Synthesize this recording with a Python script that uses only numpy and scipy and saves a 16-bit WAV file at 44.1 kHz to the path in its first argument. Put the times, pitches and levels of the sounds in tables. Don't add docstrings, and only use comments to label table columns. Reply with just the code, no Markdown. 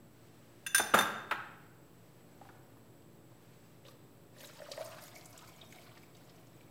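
import sys
import numpy as np
from scipy import signal
from scipy.fft import rfft, irfft, next_fast_len
from scipy.io import wavfile
from scipy.ndimage import uniform_filter1d, map_coordinates

SR = 44100
rng = np.random.default_rng(int(sys.argv[2]) if len(sys.argv) > 2 else 0)


def wrap_up_sound(samples):
    columns = np.atleast_2d(samples).T
    tamed = np.clip(columns, -1, 1)
    steps = np.round(tamed * 32767).astype(np.int16)
    wavfile.write(sys.argv[1], SR, steps)


def voltage_ratio(decibels):
    exponent = np.asarray(decibels, float) / 20
    return 10 ** exponent


N = 295689
T = np.arange(N) / SR


def unit(x):
    return x / np.sqrt(np.mean(x ** 2) + 1e-20)


def along(points, hz):
    f, v = np.transpose(points)
    return np.interp(np.log(hz + 1), np.log(f + 1), v)


def wobble(knots_per_s):
    knots = rng.standard_normal(int(N * knots_per_s / SR) + 4)
    return map_coordinates(knots, [T * knots_per_s])


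def filtered(x, response):
    m = next_fast_len(len(x) + SR // 2)
    return irfft(rfft(x, m) * response(np.fft.rfftfreq(m, 1 / SR)), m)[:len(x)]


def resonance(f, hz, width_hz):
    return 1j * f * width_hz / (hz * hz - f * f + 1j * f * width_hz)


def noise(response):
    return unit(filtered(rng.standard_normal(N), response))


def add(track, s, sound):
    part = track[round(s * SR):][:len(sound)]
    part += sound[:len(part)]


def swell(start_s, top_s, end_s):
    return np.sin(np.pi / 2 * np.interp(T, [start_s, top_s, end_s], [0, 1, 0]))


def curves(tables, rest):
    out = np.full((len(tables[0][0]) - 1, N), rest)
    for rows in tables:
        s, *cols = np.transpose(rows)
        on = (T >= s[0]) & (T <= s[-1])
        out[:, on] = [np.interp(T[on], s, c) for c in cols]
    return out


def breathy(hz, knots_per_s):
    phase = 2 * np.pi * np.cumsum(hz) / SR
    return unit(wobble(knots_per_s) * np.cos(phase) + wobble(knots_per_s) * np.sin(phase))


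# [f/Hz, t60/s]
KITCHEN_T60 = [(100, 0.88), (400, 0.84), (1500, 0.85), (4000, 0.71), (10000, 0.4)]


def kitchen(x):
    hz, t, z = signal.stft(rng.standard_normal(SR), SR, nperseg=256)
    decay = voltage_ratio(-60 * t / along(KITCHEN_T60, hz)[:, None])
    tail = signal.istft(z * decay, SR, nperseg=256)[1]
    delayed = np.pad(x, (180, 0))
    return signal.fftconvolve(delayed, tail / np.linalg.norm(tail))


# [multiple of rotation, mean level/dB]
MOTOR_ORDERS = [(1, -77.5), (2, -70.5), (3, -66.5), (4, -70.5), (5, -72.5), (6, -70), (7, -83.5), (8, -76),
                (10, -74.5)]


def motor_hum():
    phase = 2 * np.pi * np.cumsum(56.6 + .5 * wobble(3)) / SR
    hum = np.zeros(N)
    for k, db in MOTOR_ORDERS:
        hum += voltage_ratio(db + 2.54 * wobble(9)) * np.sin(k * phase + rng.uniform(0, 2 * np.pi))
    return hum


# [f/Hz, width/Hz of each of two passes, level/dB]
WHINE_BANDS = [(7800, 60, -83), (7870, 810, -80), (15400, 100, -82)]


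def device_whine():
    return sum(voltage_ratio(db) * noise(lambda f: resonance(f, hz, w) ** 2) for hz, w, db in WHINE_BANDS)


# [f/Hz, relative density/dB per Hz]
AIR_SPECTRUM = [(20, -30), (45, -16), (80, -12), (128, 3), (190, -12), (300, -7), (600, -14), (1000, -19.5),
                (2000, -26.5), (5000, -33), (7000, -37), (10000, -37), (11500, -30.5), (16000, -36.5)]


def air_hiss():
    drift_db = .6 * wobble(1.5)
    return voltage_ratio(-60 + drift_db) * noise(lambda f: voltage_ratio(along(AIR_SPECTRUM, f)))


# [start t/s, loudest t/s, end t/s, level/dB before flutter]
CLOTH_MOVES = [(.05, .3, 1.4, -70.5), (1.8, 2.1, 2.36, -74), (2.248, 2.49, 2.6, -70),
               (2.7, 2.77, 2.73, -71.5), (3.2, 3.555, 3.9, -71), (3.94, 3.99, 3.7, -73.5)]


def rustle():
    moves = sum(voltage_ratio(db) * swell(*when) for *when, db in CLOTH_MOVES)
    return moves * voltage_ratio(0.92 * wobble(24.88)) * noise(lambda f: resonance(f, 1470, 2300))


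def rings(modes, force_db, tilt_db_per_octave, split):
    t, out = T[:SR // 3], 0
    for hz, db, t60_s in modes:
        near_hz = hz * (1 + split * rng.standard_normal((3, 1)))
        cluster = np.sin(2 * np.pi * (near_hz * t + rng.random((3, 1))))
        cluster = voltage_ratio(rng.normal(0, 3.4, (3, 1))) * cluster
        level_db = force_db + db + rng.normal(0, 1.5) + tilt_db_per_octave * np.log2(hz / 4000)
        out = out + voltage_ratio(level_db - 60 * t / t60_s) * cluster.sum(0) / 2
    return out * (1 - np.exp(-t / 0.0011))


# [f/Hz, relative level/dB, t60/s]
CUP_MODES = [(1594, -1, 0.042), (1865, 1, 0.028), (2736, 2, 0.034), (9000, -22.5, 0.05),
             (11600, -20.5, .05)]


def cup_graze(room_db):
    out = np.zeros(N)
    graze = rings(CUP_MODES, -28.5, 0, split=0.016)
    for sound in (graze, voltage_ratio(room_db) * kitchen(graze)):
        add(out, .664, sound)
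    return out


# [f/Hz, relative level/dB, t60/s]
BOWL_MODES = [(1587, 3, .06), (1882, -6, 0.019), (2690, -4, 0.032), (3570, -13, 0.21), (5300, -12.5, 0.062),
              (6170, -5.5, 0.14), (6955, -15.5, 0.17), (9100, -14, 0.037), (9564, -2, 0.075),
              (11980, -8.5, 0.048), (13160, -19, 0.084), (15000, -21, .07)]
SPOON_MODES = [(3600, -6, 0.14), (4514, -15, 0.071), (6000, -27, 0.23), (7100, -13.5, 0.24),
               (9200, -6.5, 0.06), (10800, -3.5, 0.078), (11900, -9, 0.07), (13200, -9, 0.069),
               (13500, -14.5, .06), (15190, -12, 0.086)]


def bowl_and_spoon(bowl_db, spoon_db, tilt):
    bowl = rings(BOWL_MODES, bowl_db, tilt, split=0.0077)
    return bowl + rings(SPOON_MODES, spoon_db, tilt, split=.008)


# [f/Hz, relative level/dB]
SCRAPE_SPECTRUM = [(500, -15), (1500, 3), (4000, -3), (7000, -3), (10000, -5.5), (13000, 0.5), (14200, -26),
                   (15200, -13), (16000, -6)]


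def scrape(bowl_db, spoon_db):
    t = T[:SR // 3]
    grit = filtered(rng.standard_normal(len(t)), lambda f: voltage_ratio(along(SCRAPE_SPECTRUM, f)))
    envelope = voltage_ratio(-60 * t / 0.065) * (1 - np.exp(-t / 0.0013))
    return (voltage_ratio(bowl_db + 1.5) + voltage_ratio(spoon_db - 4)) * envelope * grit


# [f/Hz, width/Hz, relative level/dB]
COUNTER_MODES = [(121, 110, -13), (212.4, 17.4, 1), (450, 496, -6.5), (800, 193, 1), (1360, 342, 1.5),
                 (1950, 770, -6), (2480, 240, -9), (3400, 1100, -25)]


def counter_knock(tilt):
    t = T[:SR // 3]

    def colour(f):
        stone = sum((-1) ** k * voltage_ratio(db) * resonance(f, hz, w)
                    for k, (hz, w, db) in enumerate(COUNTER_MODES))
        bass_cut = (1j * f / (110 + 1j * f)) ** 2
        return stone * bass_cut * voltage_ratio(tilt * np.log2((f + 100) / 1200))

    envelope = voltage_ratio(-60 * t / 0.059) * (1 - np.exp(-t / 0.0012))
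    knock = filtered(envelope * rng.standard_normal(len(t)), colour)
    return knock * 12 / np.linalg.norm(knock)


def contact(out, s, knock_db, knock_tilt, bowl_db, spoon_db, ring_tilt, room_db):
    hit = bowl_and_spoon(bowl_db, spoon_db, ring_tilt) + scrape(bowl_db, spoon_db)
    hit = hit + voltage_ratio(knock_db - 4) * counter_knock(knock_tilt)
    add(out, s, hit)
    add(out, s, voltage_ratio(room_db) * kitchen(hit))


# [t/s, relative bowl level/dB, relative spoon level/dB]
BOWL_CLINKS = [(.664, -35, -53.5), (.746, -20.5, -45.5), (.756, -28.5, -52.5), (.780, -25, -36.5)]


def clinks(room_db):
    out = np.zeros(N)
    for s, bowl_db, spoon_db in BOWL_CLINKS:
        contact(out, s, bowl_db - 12, 9.8, bowl_db, spoon_db, 0.87, room_db)
    return out


# [t/s, relative knock level/dB, hardness/dB per octave, relative rattle level/dB]
COUNTER_KNOCKS = [(.795, -19, -1.5, -41), (.803, -29.5, -6.5, -42), (.937, -9, -1.5, -42),
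                  (.941, -15.5, -2.5, -27), (.948, -26, 11.5, -38.5), (.956, -23, 6, -42),
                  (.970, -19, 1.5, -42), (.977, -23.5, -6, -33.5), (.987, -17.5, -2.5, -26),
                  (.996, -28, -7.5, -43), (1.007, -24.5, 3.5, -34), (1.020, -39.5, 2.5, -41.5),
                  (1.310, -20, 3, -53.5), (1.318, -21.5, 2, -61), (1.326, -33, 3, -57)]


def set_down(room_db):
    out = np.zeros(N)
    for s, knock_db, hardness, rattle_db in COUNTER_KNOCKS:
        contact(out, s, knock_db, hardness, rattle_db - 5.5, rattle_db, -3.5, room_db)
    return out


# [t/s, relative level/dB, centre f/Hz]
JAR_TAPS = [(2.412, -41.5, 800), (2.45, -54.5, 1084), (2.489, -43.5, 1220), (2.496, -40, 450),
            (2.55, -56, 704), (2.768, -54, 1000), (3.02, -61.5, 3400), (3.319, -50.5, 634)]


def taps(room_db):
    out, t = np.zeros(N), T[:SR // 10]
    for s, db, hz in JAR_TAPS:
        puff = unit(filtered(rng.standard_normal(len(t)), lambda f: resonance(f, hz, .5 * hz) ** 2))
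        add(out, s, voltage_ratio(db - 3.5 - 60 * t / 0.043) * (1 - np.exp(-t / 0.00072)) * puff)
    return out + voltage_ratio(room_db) * kitchen(out)[:N]


# [t/s, flow level/dB]
MILK_FLOW = [
    [(3.835, -76.5), (3.875, -61.5), (3.92, -68), (3.95, -83)],
    [(4.33, -77), (4.37, -64.5), (4.45, -61), (4.67, -63.5), (4.8, -57), (4.95, -60), (5.04, -59),
     (5.13, -66), (5.3, -65.5), (5.6, -66.5), (5.84, -65.5), (6.02, -68.5), (6.1, -75), (6.3, -69.5),
     (6.7, -76.5)],
]
# [t/s, strength/dB before each layer's share]
STREAM_SURGES = [(4.414, 14), (4.79, 5), (5.03, 8.5), (5.16, 17.5), (5.48, 16.5), (5.72, 13), (6.03, 3),
                 (6.15, 10)]


def fed(mid_db, slope, share):
    rise_s, fall_s = 0.02, 0.063
    flow_db, = curves(MILK_FLOW, -120.)
    surge_db = sum(db * np.exp(np.minimum((T - s) / rise_s, (s - T) / fall_s)) for s, db in STREAM_SURGES)
    return mid_db + slope * (flow_db + 65) + share * surge_db


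def bubble(hz, cycles, rise):
    u = np.arange(int(3 * cycles / hz * SR) + 8) * hz / SR / cycles
    tone = np.sin(2 * np.pi * cycles * (u + rise * u * u))
    return tone * np.exp(-2.3 * u) * (1 - np.exp(-u * cycles * 2.4))


def spray(spectrum, low_hz, span, per_s, cycles, scatter_db, clump_rate, clumps_db, patchy_db, hiss_share):
    draw = rng.random((int(per_s * N / SR), 4))
    begun = draw[:, 0] > MILK_FLOW[0][0][0] * SR / N
    bubbles = np.zeros(N)
    for when, pitch, life, size in draw[begun]:
        hz = low_hz * span ** pitch
        gain = voltage_ratio(along(spectrum, hz) + scatter_db * size ** 2) * np.sqrt(hz / low_hz)
        add(bubbles, when * N / SR, gain * bubble(hz, 3 + cycles * life * life, rise=0.052))
    z = signal.stft(noise(lambda f: voltage_ratio(along(spectrum, f))), nperseg=256)[2]
    field = uniform_filter1d(rng.standard_normal(z.shape), size=6, axis=0)
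    field = uniform_filter1d(field, size=4, axis=1)
    hiss = unit(signal.istft(z * voltage_ratio(patchy_db * unit(field)), nperseg=256)[1][:N])
    clumps = voltage_ratio(clumps_db * np.tanh(wobble(clump_rate)))
    return unit(clumps * (0.5 * unit(bubbles) + hiss_share * hiss))


# [f/Hz, relative density/dB per Hz]
SPLASH_SPECTRUM = [(500, -21), (900, 3.5), (1500, -0.5), (2500, 0), (4000, -1), (5500, -5.5), (8000, -42.5)]
FINE_SPECTRUM = [(2500, -24), (4500, -1.5), (7000, 1.5), (10000, -3.5), (13000, 0), (16000, -5.5)]


def splashing():
    coarse = spray(SPLASH_SPECTRUM, low_hz=800, span=7.1, per_s=800, cycles=27.0, scatter_db=17.0,
                   clump_rate=49, clumps_db=5.5, patchy_db=4.0, hiss_share=0.78)
    fine = spray(FINE_SPECTRUM, low_hz=3996, span=4, per_s=900, cycles=30, scatter_db=23,
                 clump_rate=60, clumps_db=4.0, patchy_db=5.0, hiss_share=0.81)
    return voltage_ratio(fed(-66.5, 1.0, 0.12)) * coarse + voltage_ratio(fed(-70, 1.3, 0.56)) * fine


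# [t/s, first mode f/Hz, second mode f/Hz]
AIR_COLUMN = [(3.8, 540, 1840), (4.5, 561.2, 1858), (4.85, 633, 1856), (5.15, 686, 2195), (5.7, 694, 2258),
              (6.7, 655, 2350)]


def air_column():
    first_hz, second_hz = curves([AIR_COLUMN], 600.)
    first = voltage_ratio(fed(-69, 1, .3) + 3.6 * wobble(25)) * breathy(first_hz, 190)
    return first + voltage_ratio(fed(-81.5, .8, 1.06) + 3.0 * wobble(35)) * breathy(second_hz, 260)


# [t/s, level/dB, f/Hz]
MILK_PLOPS = [(3.851, -49, 529), (3.885, -48.5, 536), (3.885, -52, 1130), (4.431, -49.5, 560),
              (4.602, -38.5, 608), (4.619, -39.5, 563), (4.688, -40.5, 640), (4.714, -36.5, 541),
              (4.778, -33.5, 616), (4.809, -32, 624), (5.163, -43.5, 2190), (5.615, -43.5, 3600),
              (5.618, -49, 3230), (5.629, -51, 654), (5.794, -50, 649)]


def plops():
    out = np.zeros(N)
    for s, db, hz in MILK_PLOPS:
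        t60_s = 0.061 * (600 / hz) ** 0.33
        add(out, s, voltage_ratio(db) * bubble(hz, t60_s * hz / 3, rise=0.032))
    return out


# [t/s, relative level/dB, f/Hz]
MILK_DROPS = [(3.851, -42, 2930), (3.863, -41.5, 3850), (3.8825, -38.5, 3600), (4.365, -47, 1830),
              (4.405, -34, 3070), (4.4443, -35.5, 3820), (4.4714, -35, 7400), (4.498, -42, 1340),
              (4.6173, -37, 1800), (4.7166, -21.5, 4650), (4.7745, -31.5, 1870), (4.984, -33.5, 1520),
              (5.038, -41, 5600), (5.1561, -35.5, 6000), (5.2112, -40.5, 4200), (5.2565, -31.5, 7870),
              (5.306, -39, 11000), (5.3277, -39, 5900), (5.3768, -33.5, 7300), (5.39, -36, 3730),
              (5.4301, -45, 1410), (5.6126, -40, 3570), (5.725, -35.5, 2150), (5.727, -45, 7800),
              (5.7848, -40, 2220), (5.892, -45.5, 2300), (5.815, -45, 4700), (5.9724, -41, 1860),
              (5.977, -43, 4660), (6.0336, -43, 2280), (6.15, -41.5, 3750), (6.168, -44, 6300),
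              (6.2954, -45, 4900), (6.4693, -47.5, 6220), (6.608, -44, 2280)]


def drops():
    out, t = np.zeros(N), T[:900]
    for s, db, hz in MILK_DROPS:
        add(out, s, voltage_ratio(db - 11.5) * bubble(hz, 15.5, rise=0.0073))
        grains = rng.standard_normal(len(t))
        spatter = unit(filtered(grains, lambda f: resonance(f, 0.96 * hz, 0.71 * hz) ** 2))
        add(out, s, voltage_ratio(db - 12.5 - 60 * t / 0.032) * (1 - np.exp(-t / 0.00146)) * spatter)
    return out


# [start t/s, loudest t/s, end t/s, start f/Hz, level/dB before flutter]
AIR_POCKETS = [(4.742, 4.79, 5.08, 950, -61), (5.05, 5.4, 5.5, 951, -72)]


def pockets():
    out = np.zeros(N)
    mean_octaves_per_s = (2.9, 1.4)
    for (start, top, end, start_hz, db), climb in zip(AIR_POCKETS, mean_octaves_per_s):
        span_s = end - start
        progress = np.clip((T - start) / span_s, 0, 1) ** 1.6
        hz = start_hz * 2 ** (climb * span_s * progress)
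        out += swell(start, top, end) * voltage_ratio(db + 4.8 * np.tanh(wobble(28))) * breathy(hz, 480)
    return out


def milk(room_db):
    out = splashing() + air_column() + plops() + drops() + pockets()
    return out + voltage_ratio(room_db) * kitchen(out)[:N]


def scene():
    out = motor_hum() + device_whine() + air_hiss() + rustle()
    out += cup_graze(room_db=-8) + clinks(room_db=-8) + set_down(room_db=-8)
    out += taps(room_db=-6) + milk(room_db=-8)
    return out[None]


def top_cut(x):
    return signal.sosfilt(signal.butter(12, 16990, fs=SR, output="sos"), x)


def record(dry):
    rounded = dry / (1 + np.abs(dry / .3) ** 4) ** (1 / 4)
    top_hz, bass_hz, offset = 15870, 45, -.0005
    limited = filtered(rounded[0], lambda f: (f < top_hz) * 1j * f / (bass_hz + 1j * f))
    return top_cut(limited[None] + offset)


dry = scene()
out = record(dry)
wrap_up_sound(out)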